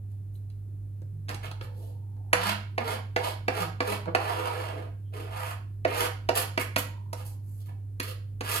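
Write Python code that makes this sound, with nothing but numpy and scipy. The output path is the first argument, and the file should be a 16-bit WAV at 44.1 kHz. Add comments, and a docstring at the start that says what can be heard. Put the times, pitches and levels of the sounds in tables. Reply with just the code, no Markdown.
"""Garlic swept off a cutting board

A plastic board is lifted off a kitchen table; a knife sweeps minced garlic from it into a bowl.
Blade knocks and light taps: noise cracks plus board modes. Slides: random slips, direct and through the board.
Bumps, blurred rings, steel pings, brief squeaks and stick-slip groans: decaying or gliding tones and narrow noise.
A small hard room rings after every sound; a mains appliance hums throughout over rumble and hiss.
"""
import sys
import numpy as np
from scipy import signal
from scipy.fft import rfft, irfft
from scipy.io import wavfile
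from scipy.ndimage import map_coordinates

SR = 44100
rng = np.random.default_rng(int(sys.argv[2]) if len(sys.argv) > 2 else 0)


def digitize_waveform(pressure):
    """Quantize a signal to 16-bit integers and store it at the path in sys.argv[1].

    Rows of a 2-D input are taken as channels; values are limited to [-1, 1].
    """
    field = np.atleast_2d(pressure).T
    bounded = np.clip(field, -1, 1)
    quanta = np.round(bounded * 32767).astype(np.int16)
    wavfile.write(sys.argv[1], SR, quanta)


N = 379260

# appliance hum and background spectra: freq_hz, density_db
HUM_HZ, HUM_DB = 100, -37.5
RUMBLE_SPECTRUM = [(20, -25.5), (35, -46), (48, 19.5), (65, 5), (85, 11), (120, 11), (150, 7.5),
                   (220, -54.5)]
AIR_SPECTRUM = [(94, -16.5), (160, -8), (244, -12), (285, -10.5), (571, -27), (653, -29.5), (1020, -38),
                (5870, -51), (11100, -42.5), (16000, -48.5)]

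# slides of blade, finger or board; levels at full speed, before hand pressure:
# start_s, speed_up_s, run_s, ease_off_s, rub_db, drag_db, rasp_db, grit_db, hiss_db
STROKES = [(0.09, 0.018, 0.01, 0.03, -99, -84, -89, -85, -77),
           (0.33, 0.015, 0.009, 0.028, -88, -89, -93, -87, -67),
           (1.29, 0.0035, 0.0055, 0.075, -54, -47.5, -47, -58, -55),
           (1.421, 0.02, 0.011, 0.05, -55, -52.5, -50, -58, -58.5),
           (1.615, 0.0088, 0.012, 0.022, -64, -60, -55.5, -60.5, -58),
           (1.719, 0.067, 0.088, 0.11, -61, -74, -82, -73.5, -66),
           (2.35, 0.12, 0.033, 0.039, -47, -39, -35, -40, -42.5),
           (2.8, 0.1, 0.028, 0.057, -48.5, -41, -42.5, -48, -48.5),
           (3.181, 0.078, 0.027, 0.065, -44, -39.5, -42.5, -45.5, -46),
           (3.5, 0.1, 0.03, 0.026, -42.5, -40, -40, -47.5, -46),
           (3.82, 0.08, 0.042, 0.022, -42, -40.5, -39.5, -45, -45),
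           (4.076, 0.0034, 0.0041, 0.0094, -42, -35.5, -49.5, -63, -77),
           (4.169, 0.056, 0.42, 0.13, -42, -38, -40.5, -50.5, -51.5),
           (4.71, 0.035, 0.084, 0.07, -46.5, -50.5, -54, -66.5, -68),
           (5.131, 0.0086, 0.078, 0.064, -46.5, -50.5, -51, -59.5, -58),
           (5.27, 0.13, 0.13, 0.01, -55.5, -46, -44.5, -56, -52),
           (5.88, 0.13, 0.039, 0.04, -40, -39.5, -36.5, -43.5, -40),
           (6.348, 0.01, 0.054, 0.031, -45, -42, -38, -42, -35),
           (6.587, 0.015, 0.011, 0.02, -49, -44, -34.5, -43.5, -37.5),
           (6.773, 0.009, 0.01, 0.012, -55.5, -59, -37.5, -40.5, -31.5),
           (7.15, 0.024, 0.046, 0.034, -64.5, -56, -59, -65, -59),
           (7.247, 0.0035, 0.024, 0.087, -66.5, -64, -74, -68.5, -54),
           (7.42, 0.049, 0.14, 0.034, -80, -84, -86, -94, -66),
           (7.59, 0.016, 0.014, 0.011, -85, -87, -79, -70, -64),
           (7.657, 0.004, 0.007, 0.015, -76, -80, -65.5, -66, -57),
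           (7.683, 0.0045, 0.0069, 0.011, -75, -57.5, -61, -69, -68),
           (8.02, 0.012, 0.085, 0.012, -53.5, -64, -52.5, -52.5, -51),
           (8.44, 0.073, 0.069, 0.033, -48, -45, -36.5, -42, -36)]
SCRAPE_SPLITS_HZ = (600, 1100, 2900, 5200)
# level at rest relative to full speed: rub_db, drag_db, rasp_db, grit_db, hiss_db
SLOW_DB = (-5.5, -4.5, -11, -10.5, -17)
TIRING_DB_PER_S = -11.5  # the hand presses less as the stroke goes on
EASE_OFF_DB = -13  # further pressure fall from end of run to lift
SLOWING = 0.52  # share of speed lost during ease-off
# a lighter, hissier slide reaches higher: treble tilt per dB of hiss over drag
SHEEN_DB_PER_DB, SHEEN_EVEN_DB, SHEEN_HZ = 0.2, -14, (10000, 13500)
# friction spectrum: freq_hz, density_db
SCRAPE_SPECTRUM = [(120, -56), (300, 5), (850, 4.5), (1130, 1), (1500, -2), (2600, -10), (3300, -7),
                   (4600, -15), (5400, -12), (8500, -5.5), (11700, -4), (13700, -14.5), (15200, -17),
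                   (16000, -30)]
# steel blade resonances while dragging: freq_hz, width_hz, level_db
BLADE_RESONANCES = [(2625, 150, -24), (4360, 520, -20.5), (11600, 1000, -21)]
# modes of the hand-held board with the blade on it: freq_hz, level_db, t60_s
BOARD_MODES = [(290.7, 0, 0.16), (464, -1, 0.12), (504.7, 9.5, 0.15), (686.5, -2.5, 0.15),
               (768, 12.5, 0.05), (945.3, 4.5, 0.088), (1291, -5, 0.12), (1467, -14, 0.013),
               (1670, 1.5, 0.063), (1942, -6, 0.07), (2211, -0.5, 0.052), (2552, -10.5, 0.017),
               (2834, -14, 0.026), (4460, -6.5, 0.01)]

# faint squeaks on the wet blade: start_s, end_s, pitch_hz, level_db
SQUEAKS = [(0.353, 0.365, 4000, -70), (0.35, 0.362, 2980, -78), (0.5, 0.51, 3960, -72),
           (0.503, 0.512, 2730, -75), (5.045, 5.155, 3120, -81)]

# light taps of fingers, blade and board: start_s, boom_db, thud_db, clack_db, tick_db
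TAPS = [(0.5, -83, -85, -76, -71.5), (1.018, -54, -66, -77, -73), (1.284, -59, -62, -50, -62),
        (1.291, -47.5, -51, -42, -48.5), (1.299, -55, -45.5, -55, -61), (1.31, -69, -55, -60, -65),
        (1.345, -49, -66, -52, -49), (1.456, -57, -62, -58, -59), (1.513, -67, -51, -50.5, -56.5),
        (1.611, -52, -52, -48, -65), (2.165, -68.5, -70, -86, -83), (4.056, -59, -47.5, -54, -68)]
# blade landing on the board: start_s, boom_db, thud_db, clack_db, tick_db
KNOCKS = [(2.33, -40.5, -24.5, -21, -31.5), (2.779, -41, -29.5, -33.0, -54),
          (3.162, -36.5, -28, -28.5, -48.5), (3.481, -35, -28, -29, -48.5),
          (3.804, -37, -30.5, -30.5, -53.5), (4.149, -41, -24, -25.5, -44), (5.849, -32.5, -24.5, -32, -56),
          (6.289, -33.5, -24, -30.5, -46), (6.576, -35, -32.5, -29.0, -47),
          (6.761, -33, -33.5, -26.5, -36.5), (7.13, -56, -40, -47, -46), (7.999, -40.5, -54, -35, -40.5),
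          (8.408, -39, -41, -39.0, -50)]
KNOCK_SPLITS_HZ = (380, 1200, 5500)
# contact noise spectra: freq_hz, density_db
TAP_SPECTRUM = [(100, -21.5), (300, -5.5), (800, -3), (1500, 3.5), (2400, 0.5), (3500, -6), (4800, -9),
                (6000, -17.5), (11500, -18), (14000, -26)]
KNOCK_SPECTRUM = [(100, -28.5), (280, -21.5), (700, 4), (1150, -7), (2400, -2.5), (3400, -21.5),
                  (4600, -14), (5400, -23), (8500, -21.5), (11500, -19), (13500, -29), (16000, -58)]

# soft bumps of hand and board on the table: start_s, pitch_hz, level_db
BUMPS = [(0.999, 135, -39.5), (1.128, 148.6, -37), (1.291, 130, -37.5), (1.482, 136, -41),
         (1.608, 110.4, -35)]
# faint rings as the board is picked up, pressed and tilted: start_s, pitch_hz, level_db, t60_s
RINGS = [(1.51, 851, -60, 3.4), (1.60, 522, -52, 0.97), (2.168, 800, -64, 2.5), (2.42, 980, -43, 0.43),
         (6.77, 570, -50.5, 0.55), (6.77, 955, -54, 1.5)]

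# the blade edge is clipped and the steel rings: start_s, level_db
PINGS = [(1.291, -57), (1.346, -56), (2.33, -38), (7.999, -42)]
# free blade modes: freq_hz, level_db, t60_s
STEEL_MODES = [(1868, 2, .14), (2210, 1.5, 0.29), (2470, -2.5, .16), (3348, -7.5, .2), (4680, -12.5, .4),
               (4960, -14, .4)]

# stick-slip groans: start_s, end_s, first_hz, last_hz, level_db, step_per_overtone_db
JUDDERS = [(2.3, 2.447, 171, 176.4, -48.5, -2), (2.42, 2.58, 196.3, 210, -46.5, -26.5),
           (2.794, 2.832, 254.4, 220.6, -38.5, -1.5), (2.827, 2.929, 453, 457, -41.5, -7),
           (2.92, 2.996, 228, 210, -54, -23), (3.58, 3.694, 182.6, 154.3, -44.5, -9.5),
           (3.856, 3.942, 424, 394, -42, -33.5), (3.857, 3.98, 202, 199.4, -49, -5.5),
           (4.063, 4.1, 161.5, 157.3, -39, -1.5), (5.855, 5.976, 273, 259.6, -47, 2)]

# kitchen reverberation: freq_hz, t60_s
KITCHEN_DECAY = [(200, 0.48), (550, 0.35), (1400, 0.41), (4000, 0.39), (6000, 0.36), (10000, 0.26),
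                 (14000, 0.23)]
# level at the two ports: freq_hz, left_minus_right_db
PORT_BALANCE = [(60, 3), (110, 0.5), (200, -5.5), (380, 3), (700, -7.5), (1290, -3), (2380, -6), (4400, -5),
                (8120, 0.5), (15000, -9.5)]
TOP_HZ = 16100


def undb(db):
    """Decibels to gain."""
    return 10 ** (np.asarray(db) / 20)


def unit(x):
    """Scale to rms 1."""
    return x / np.sqrt(np.mean(x ** 2) + 1e-20)


def fade(t, t60):
    """Exponential decay, 60 dB in t60."""
    return undb(-60 * t / t60)


def colour(x, points):
    """Shape a sound by a (Hz, dB) spectrum, interpolated over log frequency."""
    hz, db = np.transpose(points)
    freq_hz = np.maximum(np.fft.rfftfreq(x.shape[-1], 1 / SR), 1)
    gain = undb(np.interp(np.log(freq_hz), np.log(hz), db))
    return irfft(rfft(x) * gain, x.shape[-1])


def butter(x, hz, kind, order=4):
    """Causal Butterworth filter."""
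    return signal.sosfilt(signal.butter(order, hz, kind, fs=SR, output="sos"), x)


def narrow(x, hz, width_hz, order=1):
    """One resonance driven by x, at rms 1."""
    band_hz = (hz - width_hz / 2, hz + width_hz / 2)
    return unit(butter(x, band_hz, "band", order=order))


def registers(x, splits_hz):
    """Split a sound into registers, lowest first."""
    inner = [butter(x, pair, "band") for pair in zip(splits_hz, splits_hz[1:])]
    return [butter(x, splits_hz[0], "low"), *inner, butter(x, splits_hz[-1], "high")]


def add(out, start_s, x):
    """Mix x into out at start_s."""
    i = max(int(start_s * SR), 0)
    out[i:i + len(x)] += x[:N - i]


def tremble(n, hz):
    """Smooth random motion of spread 1, low-passed at hz."""
    return unit(butter(rng.standard_normal(2 * SR), hz, "low", order=2))[-n:]


def background(octave_db=-33, rumble_db=-52, right_db=1.23, air_db=-59.5, side_db=2):
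    """Mains hum and low rumble common to both ports, under a faint hiss that differs between them."""
    phase = 2 * np.pi * HUM_HZ * np.arange(N) / SR
    hum = unit(np.sin(phase) + undb(octave_db) * np.sin(2 * phase)) * undb(HUM_DB)
    rumble = unit(colour(rng.standard_normal(N), RUMBLE_SPECTRUM)) * undb(rumble_db)
    mid, side = (unit(colour(rng.standard_normal(N), AIR_SPECTRUM)) * undb(air_db) for _ in range(2))
    side = undb(side_db) * butter(side, 900, "high", order=1)
    sign = np.array([[-1], [1]])  # left, right
    return (hum + rumble + mid + sign * side) * undb(sign * right_db)


def board_ring(t, place_db=2.0, grip=0.014):
    """The board's answer to a push; contact place and grip vary each mode's strength and pitch."""
    hz, db, t60 = np.transpose(BOARD_MODES)[:, :, None]
    place, detune = rng.standard_normal((2, len(BOARD_MODES), 1))
    strength = undb(db + place_db * place)
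    tones = np.sin(2 * np.pi * hz * (1 + grip * detune) * t)
    return np.sum(strength * fade(t, t60) * tones, axis=0)


def gesture(t, speed_up_s, run_s, ease_off_s, edge_s=0.012):
    """One hand sweep as speed (0-1) and pressure (a gain): it gathers, runs on, then slows and lifts."""
    gathering = np.sin(np.pi / 2 * np.clip(t / speed_up_s, 0, 1)) ** 2
    easing = np.clip((t - speed_up_s - run_s) / ease_off_s, 0, 1)
    until_end_s = speed_up_s + run_s + ease_off_s - t
    touch = np.clip(np.minimum(t, until_end_s) / edge_s + 1, 0, 1)
    pressure_db = TIRING_DB_PER_S * (t - speed_up_s) + EASE_OFF_DB * easing ** 2
    return gathering * (1 - SLOWING * easing), touch * undb(pressure_db)


def crumbs(n, grit_db, per_s=55, crunch_db=6, full_grit_db=-43, crunch_s=.0015):
    """Gain on the slips: a hard-pressed edge snags on crumbs and deeper cuts, a light one glides over."""
    snags = (rng.random(n) < per_s / SR) * rng.uniform(.3, 1, n)
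    bite = undb(crunch_db + min(grit_db - full_grit_db, 0))
    return 1 + bite * signal.lfilter([1], [1, -np.exp(-1 / (crunch_s * SR))], snags)


def scrapes(catches_hz=4000, ring_db=-2, shift=0.022):
    """The edge catches on countless scratches and crumbs; tiny slips sound directly and through the board."""
    out, second = np.zeros(N), np.arange(SR) / SR
    t = second - .02
    for start_s, speed_up_s, run_s, ease_off_s, *levels_db in STROKES:
        _, drag_db, _, grit_db, hiss_db = levels_db
        catches = rng.random(SR) < catches_hz / SR
        slips = catches * rng.choice([-1, 1], SR)
        # hand pressure trembles; the edge stutters over old knife cuts
        unsteady_db = 1.9 * tremble(SR, 50) + 3.2 * tremble(SR, 400)
        slips = slips * crumbs(SR, grit_db) * undb(unsteady_db)

        body = signal.fftconvolve(slips, board_ring(second[:SR // 5]))[:SR]
        body = butter(body, 350, "high", order=2)
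        # the travelling blade loads the board differently, so its modes wander
        warped_time = np.cumsum(1 + shift * tremble(SR, 8.2))
        body = map_coordinates(body, [warped_time], mode="mirror")
        blade = sum(undb(db) * narrow(slips, hz, width_hz) for hz, width_hz, db in BLADE_RESONANCES)

        friction = unit(colour(slips, SCRAPE_SPECTRUM)) + undb(ring_db) * unit(body) + blade
        sheen_db = SHEEN_DB_PER_DB * (hiss_db - drag_db - SHEEN_EVEN_DB)
        friction = colour(friction, list(zip(SHEEN_HZ, (0, sheen_db))))

        # pressure sets loudness, speed sets brightness
        speed, pressure = gesture(t, speed_up_s, run_s, ease_off_s)
        for part, db, slow_db in zip(registers(friction, SCRAPE_SPLITS_HZ), levels_db, SLOW_DB):
            gain = pressure * undb(db + slow_db * (1 - speed))
            add(out, start_s + t[0], unit(part) * gain)
    return out


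def squeaks(wobble=0.045):
    """Fast, unsteady stick-slip on wet steel; it starts quickly and dies away."""
    out = np.zeros(N)
    for start_s, end_s, hz, db in SQUEAKS:
        n = int((end_s - start_s) * SR)
        phase = 2 * np.pi * np.cumsum(hz * (1 + wobble * tremble(n, 350))) / SR
        envelope = np.sin(np.pi * np.sqrt(np.linspace(0, 1, n))) ** 2
        add(out, start_s, unit(np.sin(phase) * envelope) * undb(db))
    return out


def blows(table, spectrum, crack_t60, ring_db, settle_s, slap=1.0):
    """A contact at one point, then a flat slap a moment later; both crack, and the board rings."""
    out, t = np.zeros(N), np.arange(SR // 5) / SR
    attack = slice(0, SR // 50)
    for start_s, *levels_db in table:
        second_contact = (t > settle_s) * fade(np.abs(t - settle_s), crack_t60)
        contact = fade(t, crack_t60) + slap * second_contact
        crack = colour(rng.standard_normal(len(t)), spectrum) * contact
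        blow = unit(crack) + undb(ring_db) * unit(board_ring(t))
        blow = butter(blow, 130, "high", order=2)
        blow = butter(blow, 13500, "low", order=2)
        # place and hardness of the contact set the strength of each register
        for part, db in zip(registers(blow, KNOCK_SPLITS_HZ), levels_db):
            add(out, start_s, part * undb(db) / np.std(part[attack]))
    return out


def lifting(bump_t60=0.29, spread=0.16):
    """Dull decaying tones as the board bumps the table, and faint rings of narrow noise."""
    out, t = np.zeros(N), np.arange(SR) / SR
    swell = 1 - np.exp(-t / 0.0049)
    for start_s, hz, db in BUMPS:
        add(out, start_s, undb(db) * swell * fade(t, bump_t60) * np.sin(2 * np.pi * hz * t))
    for start_s, hz, db, t60 in RINGS:
        ring = narrow(rng.standard_normal(SR), hz, spread * hz, order=2)
        add(out, start_s, undb(db) * swell * fade(t, t60) * ring)
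    return out


def pings(blur=.015):
    """The blade's modes ring briefly; the grip on it blurs each pitch."""
    out, t = np.zeros(N), np.arange(SR // 2) / SR
    for start_s, level_db in PINGS:
        for hz, db, t60 in STEEL_MODES:
            phase = 2 * np.pi * np.cumsum(hz * (1 + blur * tremble(len(t), 200))) / SR
            add(out, start_s, undb(level_db + db) * fade(t, t60) * np.sin(phase))
    return out


def judders(wobble=0.021):
    """Nearly regular stick-slip of the blade: a low gliding tone with nine overtones."""
    out = np.zeros(N)
    for start_s, end_s, first_hz, last_hz, db, overtone_db in JUDDERS:
        n = int((end_s - start_s) * SR)
        hz = np.linspace(first_hz, last_hz, n) * (1 + wobble * tremble(n, 82))
        phase = 2 * np.pi * np.cumsum(hz) / SR
        tone = sum(undb(overtone_db * k) * np.sin((k + 1) * phase) for k in range(10))
        add(out, start_s, unit(tone * signal.windows.tukey(n, .7)) * undb(db))
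    return out


def ports(left, right):
    """The phone's body shades the two ports unequally across frequency, the left mostly more."""
    hz, db = np.transpose(PORT_BALANCE)
    shaded = []
    for x, sign in ((left, 1), (right, -1)):
        padded = np.pad(x, (0, SR // 10))
        shaded.append(colour(padded, np.transpose([hz, sign * db / 2])))
    return np.array(shaded)[:, :N]


def kitchen(x, wet_db, lag_s, first_wall_s=0.0018, near_db=0, near_t60=0.077, alike_hz=380):
    """Sound reaches the left port first; table, board and walls scatter it, the treble dying soonest."""
    t = np.arange(SR * 3 // 5) / SR
    hz, t60 = np.transpose(KITCHEN_DECAY)
    edges_hz = np.geomspace(100, 18000, 13)
    noise = rfft(rng.standard_normal((2, len(t))))
    freq_hz = np.fft.rfftfreq(len(t), 1 / SR)
    # long waves reach both ports alike
    alike = 1 / (1 + (freq_hz / alike_hz) ** 4)
    noise = np.array([noise[0], alike * noise[0] + np.sqrt(1 - alike ** 2) * noise[1]])

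    tail = 0
    for low_hz, high_hz in zip(edges_hz, edges_hz[1:]):
        band = irfft(noise * ((freq_hz >= low_hz) & (freq_hz < high_hz)), len(t))
        tail = tail + band * fade(t, np.interp(np.sqrt(low_hz * high_hz), hz, t60))
    onset = np.clip(t / first_wall_s - 1, 0, 1)
    # nearby surfaces make the first reflections stronger
    tail = tail * onset * (1 + undb(near_db) * fade(t, near_t60))
    tail = tail / np.sqrt(np.sum(tail ** 2, axis=1, keepdims=True))

    wet = undb(wet_db) * signal.fftconvolve(x[None], tail, axes=1)[:, :N]
    late = np.pad(x, (int(abs(lag_s) * SR), 0))[:N]
    return ports(x + wet[0], late + wet[1])


def scene():
    """Knife and board in the kitchen; slides spread more of their sound into the room than blows."""
    knocks = blows(KNOCKS, KNOCK_SPECTRUM, crack_t60=0.015, ring_db=-8.5, settle_s=0.0028)
    taps = blows(TAPS, TAP_SPECTRUM, crack_t60=0.011, ring_db=-14, settle_s=0.002, slap=.7)
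    struck = kitchen(knocks + pings() + lifting() + squeaks(), wet_db=-4.5, lag_s=.00031)
    rubbed = kitchen(scrapes() + judders(), wet_db=0.0, lag_s=.00046)
    tapped = kitchen(taps, wet_db=-3.5, lag_s=.0003)
    return struck + rubbed + tapped + background()


def record(dry, drive=0.71):
    """The phone rounds the loudest peaks and cuts the top."""
    rounded = np.tanh(drive * dry) / drive
    low_pass = signal.ellip(8, .1, 60, TOP_HZ, fs=SR, output="sos")
    return signal.sosfiltfilt(low_pass, rounded)


dry = scene()
out = record(dry)
digitize_waveform(out)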